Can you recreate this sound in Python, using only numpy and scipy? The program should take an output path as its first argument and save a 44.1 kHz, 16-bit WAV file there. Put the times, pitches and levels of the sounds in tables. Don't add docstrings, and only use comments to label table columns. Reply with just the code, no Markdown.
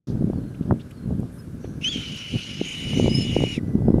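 import sys
import numpy as np
from scipy import signal
from scipy.fft import rfft, irfft
from scipy.io import wavfile
from scipy.ndimage import uniform_filter1d

SR = 44100
rng = np.random.default_rng(int(sys.argv[2]) if len(sys.argv) > 2 else 0)


def digitize_waveform(pressure):
    field = np.atleast_2d(pressure).T
    bounded = np.clip(field, -1, 1)
    quanta = np.round(bounded * 32767).astype(np.int16)
    wavfile.write(sys.argv[1], SR, quanta)


N = 176400

# time in seconds, relative level in dB.
GUSTS_S_DB = [(.07, -30), (.15, -24), (.4, -27.5), (.55, -36), (.66, -32.5), (.72, -13.5), (.76, -27.5),
              (.8, -40.5), (.97, -40.5), (1.12, -24.5), (1.25, -31), (1.33, -40.5), (1.65, -32),
              (1.92, -36.5), (1.97, -28), (2.05, -42), (2.13, -33.5), (2.17, -42), (2.3, -45),
              (2.35, -19.5), (2.42, -44), (2.6, -31), (2.72, -42.5), (2.9, -25.5), (3.05, -19), (3.3, -27),
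              (3.42, -18), (3.5, -31.5), (3.7, -27), (3.9, -19.5)]
# frequency in Hz, relative density in dB.
WIND_HZ_DB = [(24, -13), (119, 4.5), (240, 1), (387, -11), (615, -23.5), (1200, -42.5), (1560, -58)]
# centre in seconds, level in dB before the tip is added, width scale in ms.
THUMPS = [(0.2116, -13.5, 1.9), (0.2242, -17.5, 1.32), (0.2442, -9.5, 2.02), (0.301, -14.5, 1.3),
          (.3336, -27.5, 0.61), (0.3878, -16.5, 1.9), (0.612, -13.5, 2.05), (0.7103, -11.5, 0.5),
          (0.7243, -16.5, 0.88), (1.1078, -23.5, 0.98), (1.1966, -15, 2.04), (1.2317, -29, 0.77),
          (1.6462, -23, 1.06), (1.9605, -19, 1.7), (2.3414, -17.5, 1.66), (2.3589, -15, 2.66),
          (2.6151, -12.5, 1.18), (2.9337, -29, .6), (2.9752, -10.5, 1.66), (2.9989, -8, 0.98),
          (3.0445, -9, 1.43), (3.061, -16.5, 0.84), (3.0809, -8.5, 0.94), (3.1874, -14, 1.5),
          (3.3661, -6, 0.97), (3.3894, -13.5, 1.53), (3.4058, -23.5, 0.61), (3.422, -16, 1.07),
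          (3.4391, -8.5, 0.95), (3.5802, -13, 1.68), (3.7547, -5.5, 2.01), (3.8215, -23, 0.96),
          (3.8839, -7.5, 1.03), (3.9048, -6.5, 1.45), (3.9434, -4, 1.47), (3.9839, -12, 1.06)]
# frequency in Hz, relative density in dB.
FIELD_HZ_DB = [(400, -7.5), (569, -6), (774, -17.5), (1620, -12), (1800, -20), (2170, -22.5), (7170, -29.5),
               (11200, -28), (15700, -43.5)]
# (start in seconds, length in seconds, level in dB).
SONGS = [([(0, 4750), (.2, 4400), (.42, 4180), (1, 4240)], [(.33, .185, -69), (.93, .16, -68),
         (1.612, .15, -68)]), ([(0, 5720), (.2, 5960), (.6, 6030), (1, 5960)], [(2.915, .18, -50),
         (3.66, .11, -69)]), ([(0, 5000), (.28, 5090), (.72, 5270), (1, 5040)], [(3.09, .165, -35),
         (3.84, .2, -70)]), ([(0, 5200), (1, 5050)], [(1.382, .035, -62)])]
# start in seconds, relative level in dB, nominal pitch in Hz, length in seconds.
CHIPS = [(0.541, -44.5, 2700, 0.018), (0.623, -51, 3690, 0.017), (0.793, -40.5, 3360, 0.031),
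         (0.903, -42, 2900, 0.02)]
# start in seconds, length in seconds, centre in Hz, width in Hz, level in dB.
RUSTLES = [(0.052, 0.1, 4660, 3170, -56), (0.707, 0.011, 1170, 770, -37), (0.909, .01, 9500, 6000, -56),
           (1.202, 0.004, 9500, 6000, -53), (1.314, 0.2, 10300, 3704, -62), (1.599, 0.24, 6040, 900, -63),
           (1.64, 0.032, 1430, 2290, -50.5), (2.16, 0.0046, 12150, 3000, -54)]
# frequency in Hz, level in dB.
HUM_HZ_DB = [(1981, -63)]
# time in seconds, pitch in Hz, whistle level in dB, rasp level in dB before RASP_GAIN_DB.
SCREAM = [(1.811, 2658, -51, -57), (1.84, 2800, -34, -51), (1.847, 2970, -23, -45.5),
          (1.886, 3227, -23.5, -44), (1.897, 3480, -32, -51), (1.925, 3330, -30.5, -47),
          (1.94, 3215, -30.5, -47.5), (1.98, 3080, -37.5, -47), (2.1, 2962, -39, -48.5),
          (2.62, 2906, -41, -51), (2.68, 2955, -36.5, -47), (3.535, 2897, -35, -48),
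          (3.565, 2600, -41.5, -49), (3.594, 1870, -44, -64)]
# time in seconds, roughness from 0 to 1.
ROUGH = [(1.84, .8), (1.848, .1), (1.886, .12), (1.895, .7), (2.05, .9), (2.8, .85), (3.05, .5)]
# frequency in Hz, relative density in dB.
RASP_SIDE_HZ_DB = [(1250, -24.5), (1400, -13), (1550, -20), (1940, -16), (2290, -7), (3100, -6),
                   (3740, -14), (6100, -16), (7000, -21), (8500, -36.5), (9100, -24), (9600, -28.5),
                   (13500, -44.5)]
# frequency in Hz, relative density in dB.
RASP_TURNED_HZ_DB = [(1700, -22), (2300, -5), (2550, -6.5), (3100, -11.5), (3810, -15), (4450, -22),
                     (5390, -16.5), (6130, -24), (6630, -14.5), (8300, -36), (8900, -20), (9500, -33),
                     (10500, -28), (13500, -50)]
# start in seconds, length in seconds, from Hz, to Hz, level in dB.
STRANDS = [(1.835, .02, 2560, 2600, -36), (1.858, .032, 2540, 2600, -38), (1.89, .026, 4560, 4500, -44)]

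LUMPS_PER_S, LUMP_SPREAD_DB = 240, 3.5
LUMP_DB, ROAR_DB = -0.5, -5.5
TIP_DB, TIP_NARROWING = -8, 1.76
FIELD_DB = -53.5
HUM_START_S = 3.6
OVERTONE_STEP_DB = -21
FUZZ_WIDTH_HZ, FUZZ_SHARE = 300, .35
JITTER_SCALE_HZ, JITTER_WIDTH_HZ = 155, 140
STEADY_S = .022
OCTAVE_DB, OCTAVE_DB_PER_DB = -14.5, 0.6
RASP_GAIN_DB = 9
HEAD_TURN_S, HEAD_TURN_LEN_S = 2.64, .03
OPEN_S, OPEN_RAMP_S, BAND_EDGE_HZ = .0705, .00165, 15800


def amp(db):
    return 10 ** (np.asarray(db) / 20)


def evened(x):
    return x / np.sqrt(np.mean(x ** 2) + 1e-20)


def add(mix, start_s, sound):
    part = mix[round(start_s * SR):][:len(sound)]
    part += sound[:len(part)]


def curve(table, t):
    x, *columns = np.transpose(table)
    return [np.interp(t, x, column) for column in columns]


def coloured(x, points):
    point_hz, db = np.transpose(points)
    hz = np.fft.rfftfreq(len(x), 1 / SR)
    gain_db = np.interp(np.log(hz + 1), np.log(point_hz), db, db[0] - 2.0, db[-1] - 33)
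    return irfft(rfft(x) * amp(gain_db), len(x))


def slow(n, width_hz):
    z = rng.standard_normal(n) + 1j * rng.standard_normal(n)
    pole = np.exp(-np.pi * width_hz / SR)
    z = signal.lfilter([1], np.convolve([1, -pole], [1, -pole]), z)
    return z / np.sqrt(np.mean(abs(z) ** 2))


def patchy(x, patch_db):
    z = signal.stft(x, SR, nperseg=512)[2]
    patches = uniform_filter1d(rng.standard_normal(z.shape), 8, 0)
    patches = evened(uniform_filter1d(patches, 10, 1))
    return evened(signal.istft(z * amp(patch_db * patches), SR, nperseg=512)[1][:len(x)])


def lobe(u):
    return np.cos(2 * np.pi * u) * np.exp(-(u / np.where(u < 0, .55, .7)) ** 2)


def wind():
    gust = amp(curve(GUSTS_S_DB, np.arange(N) / SR)[0])
    draw = rng.random((N, 3))
    sign = np.sign(draw[:, 0] - .5)
    struck = draw[:, 1] < LUMPS_PER_S / SR
    lumps = sign * struck * amp(-LUMP_SPREAD_DB * np.log(draw[:, 2] + .04))
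    out = amp(LUMP_DB) * evened(coloured(gust * lumps, WIND_HZ_DB))
    out += amp(ROAR_DB) * evened(coloured(gust * rng.standard_normal(N), WIND_HZ_DB))
    out *= np.sqrt(np.mean(gust ** 2))
    ms = np.arange(-SR // 100, SR // 50) * 1e3 / SR
    for centre_s, db, width_ms in THUMPS:
        u = ms / (2.744 * width_ms)
        add(out, centre_s - .01, -amp(db) * (lobe(u) + amp(TIP_DB) * lobe(TIP_NARROWING * u)))
    return np.tanh(out)


def field():
    return amp(FIELD_DB) * patchy(coloured(rng.standard_normal(N), FIELD_HZ_DB), 1.04)


def whistle(shape, length_s, db):
    u = np.arange(0, 1, 1 / (length_s * SR))
    hz = uniform_filter1d(curve(shape, u)[0], len(u) // 8, mode="nearest")
    hz = hz * (1 + 0.006 * slow(len(u), 130).real)
    phase = 2 * np.pi * np.cumsum(hz) / SR
    tone = np.sin(phase) + amp(OVERTONE_STEP_DB) * np.sin(2 * phase)
    tone += amp(2 * OVERTONE_STEP_DB) * np.sin(3 * phase)
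    level = np.sqrt(2) * amp(db + 5.5 * slow(len(u), 50).real)
    return level * np.sin(np.pi * u ** 0.8) ** .6 * tone


def rustle(length_s, centre_hz, width_hz, db):
    u = np.arange(0, 1, 1 / (length_s * SR))
    edges_hz = np.clip([centre_hz - width_hz / 2, centre_hz + width_hz / 2], 300, 18000)
    band = signal.butter(3, edges_hz, "band", fs=SR)
    noise = evened(signal.lfilter(*band, rng.standard_normal(len(u))))
    return amp(db) * np.sin(np.pi * u ** .5) * noise


def chip(db, hz, length_s):
    u = np.arange(0, 1, 1 / (length_s * SR))
    phase = 2 * np.pi * np.cumsum(hz * (.78 + .4 * u)) / SR
    breathy = (slow(len(u), 1200) * np.exp(1j * phase)).real
    return 0.43 * amp(db) * np.sin(np.pi * u ** 0.91) * breathy


def far_tone():
    t = np.arange(N) / SR
    rise = np.clip((t - HUM_START_S) / 0.0084, 0, 1)
    out = np.zeros(N)
    for hz, db in HUM_HZ_DB:
        level = np.sqrt(2) * amp(db + 2.5 * slow(N, 22).real)
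        out += rise * level * np.sin(2 * np.pi * hz * t)
    return out


def birds():
    out = far_tone()
    for start_s, length_s, centre_hz, width_hz, db in RUSTLES:
        add(out, start_s, rustle(length_s, centre_hz, width_hz, db))
    for shape, notes in SONGS:
        for start_s, length_s, db in notes:
            add(out, start_s, whistle(shape, length_s, db))
    for start_s, db, hz, length_s in CHIPS:
        add(out, start_s, chip(db, hz, length_s))
    return out


def hawk_voice(hz, tone_db, rough):
    n = len(hz)
    jitter = slow(n, JITTER_WIDTH_HZ).real
    jitter = jitter - uniform_filter1d(jitter, round(STEADY_S * SR))
    phase = 2 * np.pi * np.cumsum(hz + JITTER_SCALE_HZ * rough * jitter) / SR
    blur = 1 + FUZZ_SHARE * rough * slow(n, FUZZ_WIDTH_HZ)
    tone = (blur * np.exp(1j * phase)).real
    octave = (blur ** 2 * np.exp(2j * phase)).real
    effort_db = tone_db - tone_db.max()
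    voice = tone + amp(OCTAVE_DB + OCTAVE_DB_PER_DB * effort_db) * octave
    return np.sqrt(2) * amp(tone_db) * voice


def hawk_rasp(t, rasp_db):
    air = patchy(rng.standard_normal(len(t)), 2.6) * amp(1.8 * slow(len(t), 120).real)
    turned = np.clip((t - HEAD_TURN_S) / HEAD_TURN_LEN_S, 0, 1)
    side_on = (1 - turned) * evened(coloured(air, RASP_SIDE_HZ_DB))
    rasp = side_on + turned * evened(coloured(air, RASP_TURNED_HZ_DB))
    return amp(rasp_db + RASP_GAIN_DB) * rasp


def hawk():
    t = np.arange(SCREAM[0][0], SCREAM[-1][0], 1 / SR)
    hz, tone_db, rasp_db = curve(SCREAM, t)
    rough = curve(ROUGH, t)[0]
    edge = np.minimum(np.minimum(t - t[0], t[-1] - t) / 0.002, 1)
    out = np.zeros(N)
    add(out, t[0], edge * (hawk_voice(hz, tone_db, rough) + hawk_rasp(t, rasp_db)))
    for start_s, length_s, from_hz, to_hz, db in STRANDS:
        add(out, start_s, whistle([(0, from_hz), (1, to_hz)], length_s, db))
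    return out


def scene():
    return (wind() + field() + birds() + hawk())[None]


def record(dry):
    opened = dry * np.clip((np.arange(N) / SR - OPEN_S) / OPEN_RAMP_S, .003, 1)
    low_pass = signal.firwin(511, BAND_EDGE_HZ, window=("kaiser", 9), fs=SR)
    return signal.oaconvolve(opened, low_pass[None], "same")


dry = scene()
out = record(dry)
digitize_waveform(out)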